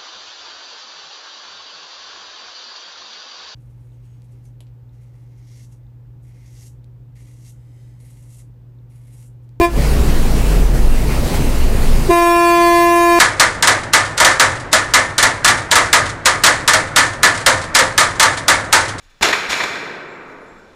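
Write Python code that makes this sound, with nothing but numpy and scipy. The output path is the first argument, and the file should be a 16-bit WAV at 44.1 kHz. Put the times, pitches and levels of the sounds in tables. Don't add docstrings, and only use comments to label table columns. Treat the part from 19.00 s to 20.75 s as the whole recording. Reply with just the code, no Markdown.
import sys
import numpy as np
from scipy import signal
from scipy.fft import rfft, irfft, next_fast_len
from scipy.io import wavfile
from scipy.ndimage import map_coordinates

SR = 44100
rng = np.random.default_rng(int(sys.argv[2]) if len(sys.argv) > 2 else 0)


def file_out(sig):
    cols = np.atleast_2d(sig).T
    lim = np.clip(cols, -1, 1)
    pcm = np.round(lim * 32767).astype(np.int16)
    wavfile.write(sys.argv[1], SR, pcm)


N = 77175


def amp(db):
    return 10 ** (np.asarray(db) / 20)


def along(points, hz):
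    freqs_hz, values = np.transpose(points)
    return np.interp(np.log(hz + 1), np.log(freqs_hz + 1), values)


def since(start_s):
    return np.arange(N) / SR - start_s


def gain_curve(points):
    return amp(np.interp(since(0), *np.transpose(points)))


def burst(start_s, attack_s, hold_s, t60_s):
    t = since(start_s)
    return np.exp(np.minimum(t, 0) / attack_s - np.log(1000) * np.maximum(t - hold_s, 0) / t60_s)


def wobble(rate_hz):
    return map_coordinates(rng.standard_normal(1000), [np.arange(N) * rate_hz / SR], mode="wrap")


def filtered(x, gain_at_hz):
    size = next_fast_len(N + 8192)
    return irfft(rfft(x, size) * gain_at_hz(np.fft.rfftfreq(size, 1 / SR)), size)[:N]


def decayed(x, start_s, t60_points):
    hz, t, bins = signal.stft(x, SR, nperseg=512)
    fade = np.exp(-np.log(1000) * np.maximum(t - start_s, 0) / along(t60_points, hz)[:, None])
    return signal.istft(bins * fade, SR, nperseg=512)[1][:N]


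# centre_hz, width_hz, gain_db
BOOTH_RESONANCES = [(134.3, 6.7, 1), (403, 99, 2.5), (667, 8.3, 2), (923, 10, 0.5), (914, 28, 3.5),
                    (1257, 35, 2.5), (1542, 46, 2.5), (1885, 120, 1.5), (2070, 75, 2), (2310, 30, 6),
                    (2336, 92, 2), (2780, 250, 0.5), (3500, 133, 7.5), (4070, 265, 5.5), (4700, 140, 1.5),
                    (4700, 240, -3.5), (5110, 120, 3), (5540, 99, 7), (6090, 310, -2), (6630, 105, 6.5),
                    (6870, 80, 6.5), (7300, 330, 3), (8700, 900, -3.5), (10460, 220, 5.5)]
def booth_noise(*spectra):
    def response(hz):
        booth_db = sum(gain_db / (1 + (2 * (hz - centre_hz) / width_hz) ** 2)
                       for centre_hz, width_hz, gain_db in BOOTH_RESONANCES)
        return amp(booth_db + sum(along(points, hz) for points in spectra))
    noise = filtered(rng.standard_normal(N), response)
    return noise / np.sqrt(np.mean(noise ** 2) + 1e-20)


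# freq_hz, gain_db
AIR_SPECTRUM = [(59, -36), (100, -1.5), (742, -7.5), (1760, -1.5), (2180, -9), (2420, -4), (3250, -11),
                (3460, -9), (4860, -12), (6660, -16), (8770, -22), (9950, -25.5), (15500, -34)]
def ventilation(level_db=-56):
    return amp(level_db) * booth_noise(AIR_SPECTRUM)


# freq_hz, gain_db
RUMBLE_SPECTRUM = [(10, -17.5), (28, -3), (45, -28), (80, -15.5), (200, -43), (600, -90)]
# time_s, level_db
RUMBLE_LEVELS = [(0, -56), (.08, -50.5), (.2, -57), (.95, -72), (1.2, -58.5), (1.52, -52), (1.75, -56)]
# freq_hz, gain_db
SCUFF_SPECTRUM = [(500, -20), (3500, -1.5), (6500, -3), (10000, -11.5), (15000, -18)]
# start_s, level_db, hold_s
SCUFF_EVENTS = [(0.028, -61, .02), (0.102, -61, 0.0072), (1.28, -63, .05), (1.586, -67, 0.016)]
def handling():
    scuff_envelope = sum(amp(level_db) * burst(start_s, .006, hold_s, t60_s=.11)
                         for start_s, level_db, hold_s in SCUFF_EVENTS)
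    scuffs = scuff_envelope * booth_noise(SCUFF_SPECTRUM)
    return scuffs + gain_curve(RUMBLE_LEVELS) * booth_noise(RUMBLE_SPECTRUM)


# start_s, pitch_hz, level_db, t60_s
CASE_RINGS = [(1.087, 7500, -58.5, 0.5), (1.095, 15130, -83, 1.0), (1.41, 10900, -68, 0.91),
              (1.48, 7520, -59.5, 0.64), (1.72, 11000, -77, .6)]
def cases(flutter_hz=110, steady_share=.6):
    out = np.zeros(N)
    for start_s, pitch_hz, level_db, t60_s in CASE_RINGS:
        flutter = steady_share + (1 - steady_share) * (wobble(flutter_hz) + 1j * wobble(flutter_hz))
        ring = np.real(flutter * np.exp(2j * np.pi * pitch_hz * since(start_s)))
        out += amp(level_db) * burst(start_s, .008, .04, t60_s) * ring
    return out


# freq_hz, gain_db
HALL_SPECTRUM = [(35, -61), (60, -6), (93, -9.5), (183, -10), (312, -7.5), (413, -4.5), (792, -7),
                 (1520, -1.5), (2150, -4.5), (2360, -2), (2910, -12), (4220, -12.5), (6120, -17.5),
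                 (6710, -17), (15500, -43.5)]
# freq_hz, gain_db
HALL_TILT = [(100, -4), (400, -3.5), (1000, -2.5), (2200, 0.5), (4000, 5.5), (7000, 6.5), (13000, 10.5)]
# freq_hz, t60_s
HALL_DECAY = [(70, 0.87), (200, 4.76), (400, 3.63), (800, 2.87), (1500, 2.31), (2300, 1.745), (3200, 1.285),
              (6500, 0.89), (12000, .75)]
# time_s, gain_db
HALL_SWAY = [(0, -2.5), (.9, 2), (1.05, 1.5), (1.4, 4.5), (1.75, 2)]
def hall(start_s, fill_s=.057):
    fill = 1 - np.exp(-np.maximum(since(start_s), 0) / fill_s)
    reverb = decayed(booth_noise(HALL_SPECTRUM, HALL_TILT), start_s, HALL_DECAY)
    return fill * reverb * gain_curve(HALL_SWAY)


def reflections(echoes, spectrum, attack_s, t60_s):
    out = np.zeros(N)
    for start_s, level_db, hold_s, treble_db in echoes:
        envelope = burst(start_s, attack_s, hold_s, t60_s)
        grain = envelope * booth_noise(spectrum, [(2000, .0028), (9000, treble_db)])
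        out += amp(level_db) * grain * np.linalg.norm(envelope) / np.linalg.norm(grain)
    return out


# freq_hz, gain_db
BOOM_SPECTRUM = [(40, -27), (90, -14.5), (150, -5.5), (260, -6.5), (420, 0), (700, 1), (1100, -11),
                 (3000, -22), (15000, -50)]
# start_s, level_db, hold_s, treble_db
CEILING_ECHOES = [(.281, -24, 0.034, 0), (.612, -29, 0.046, 0)]
def ceiling_booms():
    return reflections(CEILING_ECHOES, BOOM_SPECTRUM, attack_s=.0052, t60_s=.027)


# freq_hz, gain_db
SLAP_SPECTRUM = [(60, -22), (200, -24), (450, -11), (760, -26), (930, -1), (1200, 1.5), (1400, -8),
                 (1850, 3.5), (2350, -1.5), (2900, -12), (4200, -12), (4800, -16.5), (6700, -21.5),
                 (9000, -28.5), (15000, -45)]
# start_s, level_db, hold_s, treble_db
FAR_ECHOES = [(.3295, -10.5, 0.0029, 1), (.6025, -18, 0.0085, -3), (.636, -19, 0.0049, 2),
              (.755, -26.5, 0.0055, -5)]
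def far_slaps(scatter_db=-6.5):
    front = reflections(FAR_ECHOES, SLAP_SPECTRUM, attack_s=.0015, t60_s=.053)
    scatter = reflections(FAR_ECHOES, SLAP_SPECTRUM, attack_s=.000526, t60_s=.23)
    return front + amp(scatter_db) * scatter


# freq_hz, gain_db
CRACK_SPECTRUM = [(120, -42), (200, -9), (2250, -1.5), (4030, -6.5), (6020, -15), (6710, -9), (9140, -19.5),
                  (10800, -19.5), (15500, -40)]
# start_s, level_db, hold_s, treble_db
NEAR_ECHOES = [(.2258, -10.5, 0.0054, 5), (.2292, -10, 0.0048, 4), (.2415, -17.5, 0.0015, 4),
               (.247, -15, 0.014, -4), (.288, -15, 0.0025, -6), (.521, -19.5, 0.0025, -2),
               (.528, -19, 0.0034, -4), (.5315, -12.5, 0.0008, -16), (.541, -17.5, .001, -8),
               (.639, -21, 0.001, 2)]
def wall_cracks():
    return reflections(NEAR_ECHOES, CRACK_SPECTRUM, attack_s=.00093, t60_s=.0097)


# pitch_hz, gain_db, hold_s, t60_s
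BOOTH_MODES = [(68, 1.5, 0.029, 0.1), (204, 6, 0.0032, 0.13)]
def thump(start_s):
    t = np.maximum(since(start_s), 0)
    return -sum(amp(gain_db) * np.sin(2 * np.pi * pitch_hz * t) * burst(start_s, .001, hold_s, t60_s)
                for pitch_hz, gain_db, hold_s, t60_s in BOOTH_MODES)


# freq_hz, gain_db
BLAST_SPECTRUM = [(35, -48), (60, -22), (291, -7), (423, -1), (521, -4.5), (673, 0), (1150, -1.5),
                  (1290, 0), (2310, -2.5), (2780, -3), (3500, -8), (4740, -5), (6710, -10), (13200, -27),
                  (15500, -36)]
# freq_hz, t60_s
BLAST_DECAY = [(100, 0.72), (500, 0.54), (2000, 0.88), (5000, 0.41), (12000, .42)]
# freq_hz, gain_db
FIRST_ARRIVAL = [(150, -20), (500, -9), (1500, -15), (8000, -17.5)]
def blast(start_s, swell_s, bass_db, treble_db, decay_ratio):
    t = since(start_s)
    tilt = [(250, bass_db), (700, 0), (2500, 0), (6000, treble_db)]
    t60_points = [(hz, decay_ratio * t60_s) for hz, t60_s in BLAST_DECAY]
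    full = decayed(booth_noise(BLAST_SPECTRUM, tilt), start_s + swell_s, t60_points)
    first = filtered(full, lambda hz: amp(along(FIRST_ARRIVAL, hz)))
    swell = np.clip(t / swell_s, 0, 1) ** 2
    return (t > 0) * (first + swell * (full - first))


# start_s, blast_db, hall_db, thump_db, swell_s, bass_db, treble_db, decay_ratio
RIFLE_SHOTS = [(0.2109, -12, -16.5, -32, 0.027, 0.5, -1, 1.03),
               (.488, -19, -18.5, -39, .015, -9.5, 2.5, 0.7)]
def rifle_shots(dip_s=.3228, dip_width_s=.0035, dip_db=-7):
    echoes = wall_cracks() + ceiling_booms() + far_slaps()
    blasts = sum(amp(blast_db) * blast(start_s, *shape)
                 for start_s, blast_db, _, _, *shape in RIFLE_SHOTS)
    reverb = sum(amp(hall_db) * hall(start_s) for start_s, _, hall_db, *_ in RIFLE_SHOTS)
    thumps = sum(amp(thump_db) * thump(start_s) for start_s, _, _, thump_db, *_ in RIFLE_SHOTS)
    dip = amp(dip_db * np.exp(-(since(dip_s) / dip_width_s) ** 2))
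    return dip * (blasts + echoes + reverb) + thumps


def scene():
    return (rifle_shots() + cases() + handling() + ventilation())[None]


def record(dry, cutoff_hz=15550):
    clipped = dry[0] / (1 + np.abs(dry[0]) ** 6) ** (1 / 6)
    return filtered(clipped, lambda hz: hz < cutoff_hz)[None]


dry = scene()
out = record(dry)
file_out(out)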